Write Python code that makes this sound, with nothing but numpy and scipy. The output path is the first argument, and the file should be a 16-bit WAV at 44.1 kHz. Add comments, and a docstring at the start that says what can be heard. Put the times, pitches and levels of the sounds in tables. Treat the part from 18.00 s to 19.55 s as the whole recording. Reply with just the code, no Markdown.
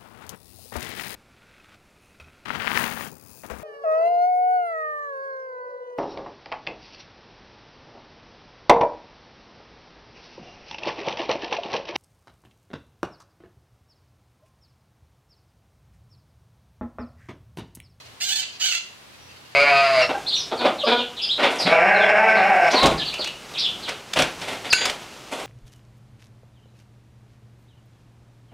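"""Soft outdoor air and a low, distant drone lie under faint calls from far-off parrots.
At 0.2 s and again at 0.6 s a macaw squawks from a palm tree, a little to the right. Its syrinx slips
between a clear buzzing note and a torn rasp, coloured by throat and beak and scattered by the trees.
The far parrots call between the squawks and after them; near 1.2 s a small bird adds a thin whistle."""
import sys
import numpy as np
from scipy import signal
from scipy.fft import rfft, irfft, next_fast_len
from scipy.io import wavfile
from scipy.ndimage import uniform_filter1d, map_coordinates

SR = 44100
rng = np.random.default_rng(int(sys.argv[2]) if len(sys.argv) > 2 else 0)


def wrap_up_sound(samples):
    """Save the sound to the file named by the first command line argument, as 16-bit audio."""
    columns = np.atleast_2d(samples).T
    # keep every value between -1 and 1, then stretch to whole-number steps
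    tamed = np.clip(columns, -1, 1)
    steps = np.round(tamed * 32767).astype(np.int16)
    wavfile.write(sys.argv[1], SR, steps)


N = 68355
TIME = np.arange(N) / SR

# Tone of the air bed: f/Hz, relative level/dB
AIR_SPECTRUM = [(15, -18), (25, -19.5), (102, -4), (363, -5.5), (450, -5.5), (861, -6.5), (960, -4.5),
                (1560, -8.5), (2040, -7.5), (3910, -9), (5710, -14.5), (6190, -17), (10900, -21.5),
                (15900, -29)]
# Stereo width of the air bed: f/Hz, left-right correlation (1 is mono)
AIR_CORRELATION = [(30, 0.57), (90, 0.42), (250, 0.18), (700, 0.12), (2000, 0.017), (12000, 0.014)]
# Pitches of the drone: upper f/Hz, lower f/Hz
DRONE_PITCHES = [119, 87]
# Fader curves of the drone: t/s, upper level/dB, lower level/dB
DRONE_LEVELS = [(0, -65, -72), (.07, -55.5, -58.5), (.2, -68, -76), (.36, -60.5, -89), (.6, -67.5, -97),
                (1.05, -66, -79), (1.17, -64, -62.5), (1.33, -62, -59), (1.55, -62.5, -71)]
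# Far parrot calls: start t/s, length/s, pitch f/Hz, level/dB, throat resonance f/Hz
PARROT_CALLS = [(-.03, 0.062, 819.5, -46, 4070), (0.047, 0.031, 721, -47, 2150),
                (.465, 0.05, 756, -39.5, 2970), (.515, 0.062, 828, -43, 5230),
                (1.121, 0.036, 643.5, -56, 2520), (1.283, 0.052, 666.5, -50, 2690),
                (1.358, 0.025, 747, -48.5, 1506), (1.445, 0.031, 707, -53, 2880),
                (1.503, 0.041, 877, -50, 1730)]
# EQ of throat and beak: f/Hz, first squawk level/dB, second squawk and far parrots level/dB
THROAT_EQ = [(404, -32, -39.5), (693, -18, -18.5), (960, -18, -22.5), (1110, -34.5, -14.5), (1640, -5, -4),
             (2050, -5.5, -4.5), (2180, -11, -5.5), (2750, -1, 2), (3540, -2, -1.5), (4680, 1.5, 4.5),
             (5220, -6, -5.5), (6370, -0.5, 3), (7960, -3.5, -5.5), (9700, -15, -17.5),
             (10300, -24.5, -28.5), (12640, -30.5, -20.5), (14500, -9, -19.5), (16000, -37, -25)]
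# Held notes, one list a squawk: start t/s, pitch f/Hz, level/dB, roughness 0-1, throat resonance f/Hz
SQUAWK_NOTES = [
    [(.201, 679.2, -22, .8, 2300), (.217, 709.2, -25.5, 0.25, 3030), (.247, 797.4, -30, 0.37, 3460),
     (.286, 719.1, -24.5, 0.47, 3100), (.305, 782, -26, 0.6, 3020), (.32, 872, -23.5, 0.3, 3570),
     (.338, 844.7, -40.5, 0.65, 3500), (.355, 886.2, -22.5, 0.59, 4530), (.371, 763.4, -29, 0.5, 3060),
     (.388, 770.3, -24.5, 0.39, 3020), (.405, 729, -38.5, 0.83, 2800), (.417, 681, -28.5, 0.62, 2650)],
    [(.594, 662.4, -23.5, 0.84, 3150), (.621, 749, -22.5, 0.29, 2950), (.649, 785.7, -22.5, 0.54, 3240),
     (.672, 715, -25.5, 0.5, 3100), (.698, 741.5, -27, 0.38, 3120), (.716, 663, -24, 0.48, 2620),
     (.731, 757, -28.5, 0.82, 1850), (.749, 686, -20, 0.37, 2810), (.76, 693.7, -25.5, 0.22, 2650),
     (.779, 706.4, -21.5, 0.55, 2670)],
]
# Envelope of each squawk: attack/s, end t/s
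SQUAWK_ENVELOPES = [(0.021, 0.44), (0.023, 0.78)]

CRACK_S = .009   # the voice cracks from note to note in this time
FAR_BLUR_S = .0054   # decay time constant of the smear on distant birds


def from_db(db):
    """Decibels to gain."""
    return 10 ** (np.asarray(db) / 20)


def rms_one(x):
    """Scale to unit power."""
    return x / np.sqrt(np.mean(x ** 2) + 1e-20)


def at_hz(points, hz):
    """Read a curve on a log-frequency axis."""
    f, value = np.transpose(points)
    return np.interp(np.log(np.maximum(hz, 1)), np.log(f), value)


def held(rows, glide_s):
    """Stepped automation: each column holds until the next row starts, with a short glide between."""
    starts, *columns = np.transpose(rows)
    row = np.maximum(np.searchsorted(np.sort(starts), TIME, side="right") - 1, 0)
    return [uniform_filter1d(c[row], size=max(int(glide_s * SR), 1)) for c in columns]


def arch(start_s, length_s):
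    """Rounded swell of one short note."""
    return np.sqrt(np.abs(np.sin(np.pi * np.clip((TIME - start_s) / length_s, 0, 1))))


def drift(rate_hz):
    """Smooth random modulator of unit power, rolling off above rate_hz."""
    hop = 16
    pole, steps = np.exp(-2 * np.pi * rate_hz * hop / SR), N // hop + 2
    slow = signal.lfilter([1], [1, -2 * pole, pole * pole], rng.standard_normal(2 * steps))[steps:]
    return np.interp(np.arange(N) / hop, np.arange(steps), rms_one(slow))


def colour(x, db_at):
    """Minimum-phase EQ with a given dB response."""
    size = 2 * next_fast_len(N)
    cepstrum = irfft(np.log(from_db(db_at(np.fft.rfftfreq(size, 1 / SR)))))
    cepstrum[1:size // 2] *= 2
    cepstrum[size // 2 + 1:] = 0
    return irfft(rfft(x, size) * np.exp(rfft(cepstrum)))[..., :N]


def dull(x, hz):
    """Gentle low-pass."""
    return signal.sosfilt(signal.butter(2, hz, fs=SR, output="sos"), x)


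def resonate(x, hz, width_hz):
    """Swept band-pass with unity gain at its peak."""
    pole = np.exp(-np.pi * width_hz / SR)
    turn = np.exp(2j * np.pi * np.cumsum(hz) / SR)
    return 2 * np.real(turn * signal.lfilter([1 - pole], [1, -pole], x / turn))


def air():
    """Soft outdoor hush: mid and side noise, widest in the treble."""
    mid, side = rng.standard_normal((2, N))
    mid = colour(mid, lambda f: at_hz(AIR_SPECTRUM, f) + 10 * np.log10(1 + at_hz(AIR_CORRELATION, f)))
    side = colour(side, lambda f: at_hz(AIR_SPECTRUM, f) + 10 * np.log10(1 - at_hz(AIR_CORRELATION, f)))
    return from_db(-48) * rms_one(np.array([mid + side, mid - side]))


def wavering_tone(hz, depth, rate_hz):
    """Unit-power sine whose pitch wanders by the fraction depth."""
    pitch = hz * (1 + depth * drift(rate_hz))
    return np.sqrt(2) * np.sin(2 * np.pi * np.cumsum(pitch) / SR)


def drone():
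    """Two low wavering tones, like a motor far away."""
    times, *levels = np.transpose(DRONE_LEVELS)
    return sum(from_db(np.interp(TIME, times, db)) * wavering_tone(hz, depth=.047, rate_hz=27.4)
               for hz, db in zip(DRONE_PITCHES, levels))


def syrinx(pitch, rough):
    """Buzzing pulses; roughness jitters their pitch and crossfades to breath chopped by each cycle."""
    hz = pitch * (1 + .048 * rough * drift(260))
    phase = 2 * np.pi * np.cumsum(hz) / SR
    # each harmonic flutters by about 1.5 dB on its own
    pulses = sum(np.cos(k * phase) * (k * hz < SR / 2) * from_db(1.5 * drift(40)) for k in range(1, 24))
    breath = rng.standard_normal(N) * (1 + .31 * np.cos(phase)) ** 2
    return np.sqrt(1 - rough ** 2) * rms_one(pulses) + rough * rms_one(breath)


def voice(pitch, rough, resonance_hz, eq_column):
    """The syrinx through the moving throat and the beak, levelled, then given a rough shimmer."""
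    source = syrinx(pitch, rough)
    source = source + 1.89 * resonate(source, resonance_hz, width_hz=320)
    eq = [(row[0], row[eq_column]) for row in THROAT_EQ]
    shaped = colour(source, lambda f: at_hz(eq, f))
    levelled = shaped / np.sqrt(uniform_filter1d(shaped ** 2, size=400) + 1e-12)
    shimmer_db = 2.2 * np.sqrt(rough) * drift(200)
    return rms_one(levelled * from_db(shimmer_db))


def scatter(x, decay_s, delay_s=0, count=120):
    """Many small reflections dying away with time constant decay_s, different for each ear."""
    ears = []
    for _ in range(2):
        arrival, polarity = rng.random((count, 2)).T
        late_s = arrival * np.log(1000) * decay_s
        taps = np.clip(((delay_s + late_s) * SR).astype(int), 0, N - 1)
        echoes = np.zeros(N)
        np.add.at(echoes, taps, np.sign(polarity - .5) * np.exp(-late_s / decay_s))
        ears.append(signal.fftconvolve(x, echoes / np.linalg.norm(echoes))[:N])
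    return np.array(ears)


def trees(x, t60_s=.48):
    """The dull reverb tail thrown back by the surrounding trees."""
    return dull(scatter(x, t60_s / np.log(1000), delay_s=.018, count=2500), hz=8200)


def far_parrots():
    """Short rasps in the macaw's timbre, dulled and blurred by distance."""
    _, pitch, _, resonance_hz = held(PARROT_CALLS, CRACK_S)
    swells = sum(from_db(db) * arch(start_s, length_s) for start_s, length_s, _, db, _ in PARROT_CALLS)
    rasp = voice(pitch, rough=.65, resonance_hz=resonance_hz, eq_column=2)
    calls = swells * rms_one(dull(rasp, hz=5000))
    return scatter(calls, FAR_BLUR_S) + from_db(-7) * trees(calls)


def squawk(notes, attack_s, end_s, eq_column, release_s=.0023, beak_closing_s=.035):
    """A chain of held notes with quick cracks between them; the voice dulls as the beak shuts."""
    pitch, db, rough, resonance_hz = held(notes, CRACK_S)
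    attack = np.clip((TIME - notes[0][0]) / attack_s, 0, 1)
    release = np.exp(-np.maximum(TIME - end_s, 0) / release_s)
    bright = voice(pitch, rough, resonance_hz, eq_column)
    shut = np.clip(1 + (TIME - end_s) / beak_closing_s, 0, 1)
    return attack * release * from_db(db) * ((1 - shut) * bright + shut * dull(bright, hz=5360))


def macaw(pan_db=2.1, left_lag_s=.000075):
    """Two squawks, earlier and louder in the right ear, reflected by close fronds and by the trees."""
    direct = sum(squawk(notes, *SQUAWK_ENVELOPES[i], eq_column=i + 1)
                 for i, notes in enumerate(SQUAWK_NOTES))
    left = map_coordinates(direct, [np.arange(N) - left_lag_s * SR], order=3)
    fronds = from_db(-2.5) * scatter(direct, decay_s=.019, delay_s=.001)
    near = np.array([left, direct]) + fronds
    return near * from_db([[-pan_db], [pan_db]]) + from_db(-6) * trees(direct)


def small_bird():
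    """One faint, thin whistle on a single note, blurred by distance."""
    tone = wavering_tone(hz=5780, depth=.0085, rate_hz=150)
    whistle = from_db(-60.5) * arch(start_s=1.18, length_s=.125) * tone
    return scatter(whistle, FAR_BLUR_S)


def scene():
    """The macaw up front, the other birds behind it, air and drone as the bed."""
    return macaw() + far_parrots() + small_bird() + air() + drone()


def record(dry, cutoff_hz=15900):
    """A steep high cut on the whole mix."""
    return signal.sosfilt(signal.ellip(12, .1, 80, cutoff_hz, fs=SR, output="sos"), dry)


dry = scene()
out = record(dry)
wrap_up_sound(out)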